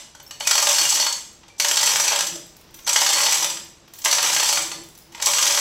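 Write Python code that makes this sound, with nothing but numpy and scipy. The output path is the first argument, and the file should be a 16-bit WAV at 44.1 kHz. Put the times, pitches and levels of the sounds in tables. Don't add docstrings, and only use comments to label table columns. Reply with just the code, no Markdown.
import sys
import numpy as np
from scipy import signal
from scipy.fft import rfft, irfft
from scipy.io import wavfile

SR = 44100
rng = np.random.default_rng(int(sys.argv[2]) if len(sys.argv) > 2 else 0)


def materialize(psi):
    bounded = np.clip(np.atleast_2d(psi).T, -1, 1)
    quanta = np.round(bounded * 32767).astype(np.int16)
    wavfile.write(sys.argv[1], SR, quanta)


N = 247032

# (frequency [Hz], level [dB])
AIR_TONE = [(12, -38), (20, 6), (154, 6.5), (660, -1.5), (949, -1), (1290, -6), (4180, -8), (5850, -6.5),
            (11100, -45), (13900, -38), (16000, -44)]
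# (frequency [Hz], time to fade by 60 dB [s])
ECHO_TIMES = [(250, 0.48), (1000, 0.48), (4000, 0.51), (8000, 0.53), (14000, 0.41)]
# (time [s], ring level [dB], click compared to ring [dB], chatter [s])
CHAIN_TICKS = [(0.225, -38.5, -10, 0.011), (.276, -48, 3, .004), (.31, -55, -10, .004),
               (.329, -54, -4, .01), (1.328, -50, -6, 0.0036), (2.464, -43, -9, 0.0052),
               (2.511, -50, -15.5, 0.0065), (2.566, -47.5, 6, 0.0046), (2.612, -53, 5, .003),
               (2.707, -45, -7, .003), (2.742, -39, 2, 0.026), (3.647, -52, -26, .004),
               (3.879, -51, -4, .004), (3.936, -39.5, 4.5, .04), (3.988, -47, 12, .01),
               (4.836, -46, 3, 0.0098), (4.868, -54, 1, 0.0033), (4.887, -58, 15, .003),
               (4.927, -50, -7, 0.0089), (4.951, -50, 2, 0.0024), (4.976, -47, 6, .004),
               (4.986, -47.5, 6, .004), (5.024, -62, -1, .004), (5.124, -50, 2, .004)]
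# (pitch [Hz], width [Hz], level [dB]); narrow notes ring longer
LINK_NOTES = [(13450, 90, 0), (14060, 70, -1), (15120, 110, -8)]
# (time [s], pitch [Hz], level [dB], time to fade by 60 dB [s])
KNOCK_NOTES = [(0.149, 1510, -38, 0.046), (0.199, 3010, -42, 0.043), (.265, 5420, -36, .06),
               (0.309, 2950, -31, 0.064), (0.407, 870, -25.5, 0.041), (.452, 2500, -26, 0.07),
               (.75, 2893, -24, .25), (0.851, 2852, -19.5, 0.14), (0.952, 2880, -28, .25),
               (1.044, 2950, -30, 0.22), (1.5, 2345, -45, 0.084), (1.58, 6000, -40, .04),
               (2.357, 616, -34, 0.047), (2.847, 6250, -31, 0.073), (2.876, 947, -25, 0.12),
               (2.96, 948, -18, 0.089), (3.18, 14400, -33, .15), (3.326, 3170, -32, 0.13),
               (3.646, 14500, -44, .04), (4.018, 6500, -40, 0.09), (5.019, 5100, -45, 0.058),
               (5.149, 947, -32, 0.07)]
# (pitch [Hz], width [Hz], level [dB])
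FRAME_NOTES = [(150, 17, -5), (180, 14, -4.5), (334, 19.3, 1)]
# (pitch [Hz], width [Hz], level [dB])
HOUSING_NOTES = [(575.6, 28, -12.5), (805, 20, -10.5), (860, 55, -11), (939, 57, -9), (1002, 78, -13),
                 (1214, 45, -12.5), (1980, 65, -11.5), (2366, 115, -15), (2560, 44, -11.5), (2914, 68, -7),
                 (3198, 53, -10.5), (3257, 54, -8), (3548, 84, -11.5), (3890, 200, -16), (4360, 48, -11.5),
                 (4897, 117, -11), (5236, 103, -9), (5820, 75, -10.5), (5880, 46, -7.5), (5920, 68, -5.5),
                 (6280, 46, -9), (6576, 63, -8.5), (7510, 59, -5.5), (7623, 65, -7), (7784, 69, -15),
                 (7860, 37, -10), (8260, 105, -17.5), (9450, 63, -17), (11570, 170, -23)]
# (frequency [Hz], level [dB])
CRACK_TONE = [(150, -71), (250, -21), (651, -4), (938, -3.5), (1790, -5), (3230, -6.5), (4190, -7.5),
              (5930, -3), (7060, -8), (7700, -16), (8700, -13.5), (13900, -19), (16000, -26)]
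# (start [s], full speed [s], slowing [s], stop [s], clatter level [dB],
# dull part compared to clatter [dB], slack take-up before start [s], slack rattle [dB], drone [dB])
PULLS = [(0.461, .70, 1.02, 1.146, -14.5, -4.5, 0.061, -30, -52),
         (1.582, 1.743, 2.132, 2.356, -17, -2, 0.034, -58, -49.5),
         (2.865, 3.013, 3.42, 3.593, -15, -3, 0.13, -48, -49),
         (4.042, 4.17, 4.52, 4.817, -15.5, -2.5, 0.11, -41, -48),
         (5.215, 5.35, 6.35, 5.86, -14.5, -2, 0.095, -40, -48.5)]
# (time [s], dull part [dB], bright part [dB], clank [dB], wheel note [dB])
HITS = [(0.1506, -35, -37.5, -39.5, -57), (0.1994, -31, -39, -38.5, -55), (0.264, -49, -46, -46, -66),
        (0.3093, -22, -28, -37, -40.5), (0.407, -13, -27, -21, -32), (0.4715, -7.5, -6.5, -36, -37),
        (0.5108, -1.5, -7.5, -20, -22), (0.5534, -10.5, -12.5, -19, -21), (0.5791, -4.5, -12.5, -15, -30),
        (0.6246, -10.5, -12, -19, -40), (0.6699, -8, -12.5, -21, -28), (0.6866, -21, -19, -32, -42),
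        (0.709, -10, -25, -27, -46), (0.746, -17, -19, -35, -25), (0.7837, -7, -18, -24, -17),
        (0.814, -9, -15, -35, -28), (0.851, -21, -23, -46, -32), (0.8887, -25, -16, -38, -33),
        (0.922, -26, -17, -29, -22), (0.9557, -11.5, -28, -34, -27), (0.9994, -14, -28, -24, -18.5),
        (1.0443, -17, -19, -38, -35), (1.066, -8.5, -15, -24, -22), (1.1257, -23, -15, -54, -30),
        (1.4332, -32.5, -63, -47, -69), (1.4814, -35, -43.5, -40, -59), (1.5989, -5.5, -7.5, -38, -23),
        (1.6466, -7.5, -12, -24.5, -41), (1.684, -20, -10.5, -44, -36), (1.712, -7, -11.5, -21, -31),
        (1.7424, -23, -23, -22, -35), (1.7701, -8, -10.5, -28, -20), (1.8107, -36, -19, -34, -38),
        (1.83, -11, -12, -27, -25), (1.8635, -20, -12, -39, -36), (1.8734, -8.5, -15, -39, -21),
        (1.917, -15, -15, -29, -48), (1.9584, -6, -14, -23, -45), (1.9988, -10.5, -11, -26, -37),
        (2.0388, -12, -16, -29, -32), (2.0789, -7, -14.5, -19.5, -24), (2.1044, -23, -20, -26, -35),
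        (2.1188, -11, -21, -21, -26), (2.1587, -11, -15, -23, -42), (2.1894, -11, -14, -26, -35),
        (2.2071, -7, -13, -26, -39), (2.2687, -22, -16, -46, -38), (2.3572, -28, -25.5, -37, -62),
        (2.7447, -36, -39, -61, -60), (2.7896, -30.5, -40, -53, -56), (2.8677, -20, -28, -42, -40),
        (2.8755, -9.5, -17, -19, -22), (2.8918, -8, -12, -29, -43), (2.9296, -14, -10.5, -42, -40),
        (2.9602, -1, -11, -24, -22), (3.016, -4.5, -11, -15, -36), (3.0633, -6.5, -13, -29, -21),
        (3.089, -26, -20, -16.5, -26), (3.1003, -14, -18, -22.5, -33), (3.1362, -10.5, -19, -31, -22),
        (3.1713, -10, -25, -26, -20.5), (3.203, -9.5, -23, -28, -28), (3.232, -25, -36, -35, -24),
        (3.2643, -8, -35, -21, -23), (3.3235, -9, -15, -22, -30), (3.355, -17, -30, -33, -46),
        (3.4293, -14.5, -24, -29, -36), (3.444, -10.5, -17.5, -25, -40), (3.4988, -19.5, -17, -44, -38),
        (3.5713, -19, -32, -40, -49), (3.8784, -35, -67, -48, -70), (3.937, -38, -48, -53, -56),
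        (3.985, -44, -37, -55, -51), (4.0178, -33, -30.5, -49, -54), (4.0476, -18, -7.5, -20, -32),
        (4.0578, -3.5, -13, -14.5, -49), (4.0822, -13, -19, -28, -30), (4.1114, -25, -12, -28, -18),
        (4.128, -5, -10.5, -22, -27), (4.1837, -7.5, -21, -17, -26), (4.2282, -9.5, -12, -17, -32),
        (4.2628, -8, -16, -31, -44), (4.2971, -20, -18, -30, -40), (4.333, -19, -17, -44, -38),
        (4.3641, -5, -21, -27, -25), (4.3971, -7.5, -15, -24, -23), (4.4297, -10, -16, -21.5, -21.5),
        (4.458, -25, -17, -46, -28), (4.4897, -16, -24, -24, -28), (4.5266, -11, -21, -22, -23),
        (4.574, -9, -16, -29, -34), (4.6203, -32, -18.5, -43, -35), (4.7157, -16, -26, -24.5, -34),
        (4.9504, -57, -40, -63, -63), (5.1482, -21.5, -40, -36, -55), (5.18, -28, -50, -34, -54),
        (5.2002, -18, -33, -24, -41), (5.2233, -12, -11, -27, -38), (5.2587, -22, -7, -37, -20),
        (5.269, -8, -14, -16, -36), (5.2853, -24, -27, -20, -41), (5.3124, -26, -23, -37, -33),
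        (5.3343, -9.5, -17, -28, -24), (5.384, -9, -16, -35, -30), (5.4255, -9, -14, -24, -28),
        (5.454, -21, -16, -26, -33), (5.466, -9.5, -13.5, -29, -27), (5.5005, -15, -26, -29, -42),
        (5.5468, -16, -16, -27, -28), (5.5748, -4.5, -15, -21, -26)]

CLANK_HZ, BRIGHT_HZ = 1190, 3980


def undb(db):
    return 10 ** (np.asarray(db, float) / 20)


def unit(x):
    return x / np.sqrt(np.mean(x ** 2))


def along(table, hz):
    freqs, values = np.transpose(table)
    return np.interp(np.log(np.maximum(hz, 1)), np.log(freqs), values)


def below(hz, edge):
    return 1 / (1 + (hz / edge) ** 4)


def coloured(x, gain):
    curve = gain(np.fft.rfftfreq(len(x), 1 / SR))
    return irfft(rfft(x) * unit(curve), len(x))


def waver(count):
    return np.interp(np.arange(N), np.linspace(0, N, count), rng.standard_normal(count))


def resonate(x, hz, width):
    r = np.exp(-np.pi * width / SR)
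    return signal.lfilter([1 - r, 0, r - 1], [1, -2 * r * np.cos(2 * np.pi * hz / SR), r * r], x)


def ring(notes, force, kick=lambda hz: 0):
    return sum(undb(db) * resonate(kick(hz) + force(hz) * rng.standard_normal(N), hz, width)
               for hz, width, db in notes)


def strikes(times, db):
    x = np.zeros(N)
    x[(times * SR).astype(int)] = undb(db) * rng.choice([-1, 1], len(times))
    return x


def blows(times, db, contact_s):
    x = np.zeros(N)
    np.add.at(x, np.clip((np.asarray(times) * SR).astype(int), 0, N - 1), undb(db))
    fading = signal.lfilter([1], [1, -np.exp(-1 / (contact_s * SR))], x)
    rise = np.exp(-1 / (0.38 * contact_s * SR))
    return signal.lfilter([1 - rise], [1, -rise], fading)


def air():
    hum = unit(coloured(rng.standard_normal(N), lambda hz: undb(along(AIR_TONE, hz))))
    hum *= undb(-53.5 + 1.5 * waver(count=30))
    rumble = unit(resonate(resonate(rng.standard_normal(N), hz=55, width=50), hz=55, width=50))
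    return hum + rumble * undb(-71 + 3 * waver(count=20))


def workshop_echo(x):
    t = np.arange(SR) / SR
    tail = 0
    for centre in 125 * 2. ** np.arange(8):
        octave = lambda hz: np.exp(-np.log2(np.maximum(hz, 1) / centre) ** 2 * 2)
        noise = coloured(rng.standard_normal(SR), octave) * np.sqrt(centre)
        tail += noise * undb(-60 * t / along(ECHO_TIMES, centre))
    tail *= 1 - np.exp(-t / 0.0047)
    return signal.fftconvolve(x, tail / np.sqrt(np.sum(tail ** 2)))[:N]


def opening_echo(steel):
    start, end, gap = (int(s * SR) for s in (1.7, 2.2, .15))
    one_pull = np.zeros(N)
    one_pull[start:end] = steel[start:end]
    return np.pad(workshop_echo(one_pull)[end + gap:], (0, end + gap))


def slack_chain():
    times, db, click_db, chatter_s = np.transpose(CHAIN_TICKS)
    force = sum(blows([at], level, length) for at, level, length in zip(times, db, chatter_s))
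    bursts = blows(times, db + click_db, contact_s=0.0023) * rng.standard_normal(N)
    click = coloured(bursts, lambda hz: hz / (hz + 7000))
    return undb(14.5) * ring(LINK_NOTES, lambda hz: force) + undb(7) * click


def knocks():
    out, age = np.zeros(N + SR), np.arange(SR // 2) / SR
    for at, hz, db, fade_s in KNOCK_NOTES:
        level = undb(db - 60 * age / fade_s) * (1 - np.exp(-age / 0.00055))
        start = int(at * SR)
        out[start:start + len(age)] += level * np.sin(2 * np.pi * hz * age)
    return out[:N]


def wheel_note(hz=4424, fade_s=.25, jolt_cycles=.14):
    times, *_, db = np.transpose(HITS)
    t = np.arange(N) / SR
    last_hit = np.maximum(np.searchsorted(times, t) - 1, 0)
    age = np.maximum(t - times[last_hit], 0)
    level = undb(db[last_hit] - 60 * age / fade_s) * (t > times[0])
    phase = 2 * np.pi * jolt_cycles * np.cumsum(rng.standard_normal(len(times)))
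    return level * np.sin(2 * np.pi * hz * t + phase[last_hit])


def frame_drone(rest_db=-66., fade_s=0.14):
    t = np.arange(N) / SR
    level_db = np.full(N, rest_db)
    for start, _, _, stop, *_, drone_db in PULLS:
        swell_db = np.interp(t, [start, stop, stop + fade_s], [-11, 0, -20], left=-99)
        level_db = np.maximum(level_db, drone_db + swell_db)
    return undb(level_db + 4.5 * waver(count=70)) * unit(ring(FRAME_NOTES, lambda hz: 1))


def pull_levels(rest_db=-60.):
    t = np.arange(N) / SR
    clatter_db, dull_offset_db = np.full(N, rest_db), np.zeros(N)
    for start, full, slows, stop, db, dull_db, slack_s, slack_db, _ in PULLS:
        speed_db = np.interp(t, [start, full, slows, stop], [-7, 0, 0, -30.5], left=-99, right=-99)
        begun = t > start - slack_s
        clatter_db = np.maximum(clatter_db, np.where(begun & (t < start), slack_db, db + speed_db))
        dull_offset_db[begun] = dull_db
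    return clatter_db, clatter_db + dull_offset_db


def clatter(per_second, scatter_db, contact_s):
    count = int(per_second * N / SR)
    return unit(blows(rng.uniform(0, N / SR, count), rng.exponential(scatter_db, count), contact_s))


def hoist():
    times, dull_db, bright_db, clank_db, _ = np.transpose(HITS)
    clatter_db, rattle_db = pull_levels()
    rattle = undb(rattle_db) * clatter(per_second=300, scatter_db=3.3, contact_s=0.0029)
    clank = undb(-6.5) * rattle + undb(7) * blows(times, clank_db, contact_s=.005)
    dull = undb(-7) * rattle + undb(-0.5) * blows(times, dull_db, contact_s=.003)
    bright = undb(clatter_db - 4) * clatter(per_second=500, scatter_db=1.32, contact_s=0.0022)
    bright += blows(times, bright_db - 1, contact_s=0.0048)
    bright += blows(times, bright_db + 3, contact_s=0.0013)

    low = lambda hz: below(hz, CLANK_HZ)
    mid = lambda hz: below(hz, BRIGHT_HZ) - low(hz)
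    high = lambda hz: 1 - below(hz, BRIGHT_HZ)
    force = lambda hz: low(hz) * clank + mid(hz) * dull + high(hz) * bright
    kick_db = lambda hz: (low(hz) * (clank_db + 27) + mid(hz) * (dull_db + 11)
                          + high(hz) * (bright_db + 18))
    housing = ring(HOUSING_NOTES, force, kick=lambda hz: strikes(times, kick_db(hz)))

    tone = lambda hz: undb(along(CRACK_TONE, hz))
    crack = sum(undb(db) * coloured(push * rng.standard_normal(N), lambda hz: tone(hz) * band(hz))
                for band, push, db in ((low, clank, -19), (mid, dull, -10), (high, bright, -9)))
    snap = coloured(strikes(times, dull_db), lambda hz: tone(hz) * below(hz, 7200))
    link_click = coloured(strikes(times, bright_db), lambda hz: 1 - below(hz, 7000))
    return undb(15) * housing + crack + undb(3.8) * snap + undb(-4) * link_click


def scene():
    steel = hoist() + frame_drone() + slack_chain() + knocks()
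    note = wheel_note()
    echo = workshop_echo(steel + undb(-8) * note)
    return (steel + note + undb(-1.5) * echo + opening_echo(steel) + air())[None]


def record(dry):
    soft = np.tanh(0.69 * dry) / 0.73
    treble_cut = signal.ellip(10, .2, 80, 15750, fs=SR, output="sos")
    return signal.sosfilt(treble_cut, soft)


dry = scene()
out = record(dry)
materialize(out)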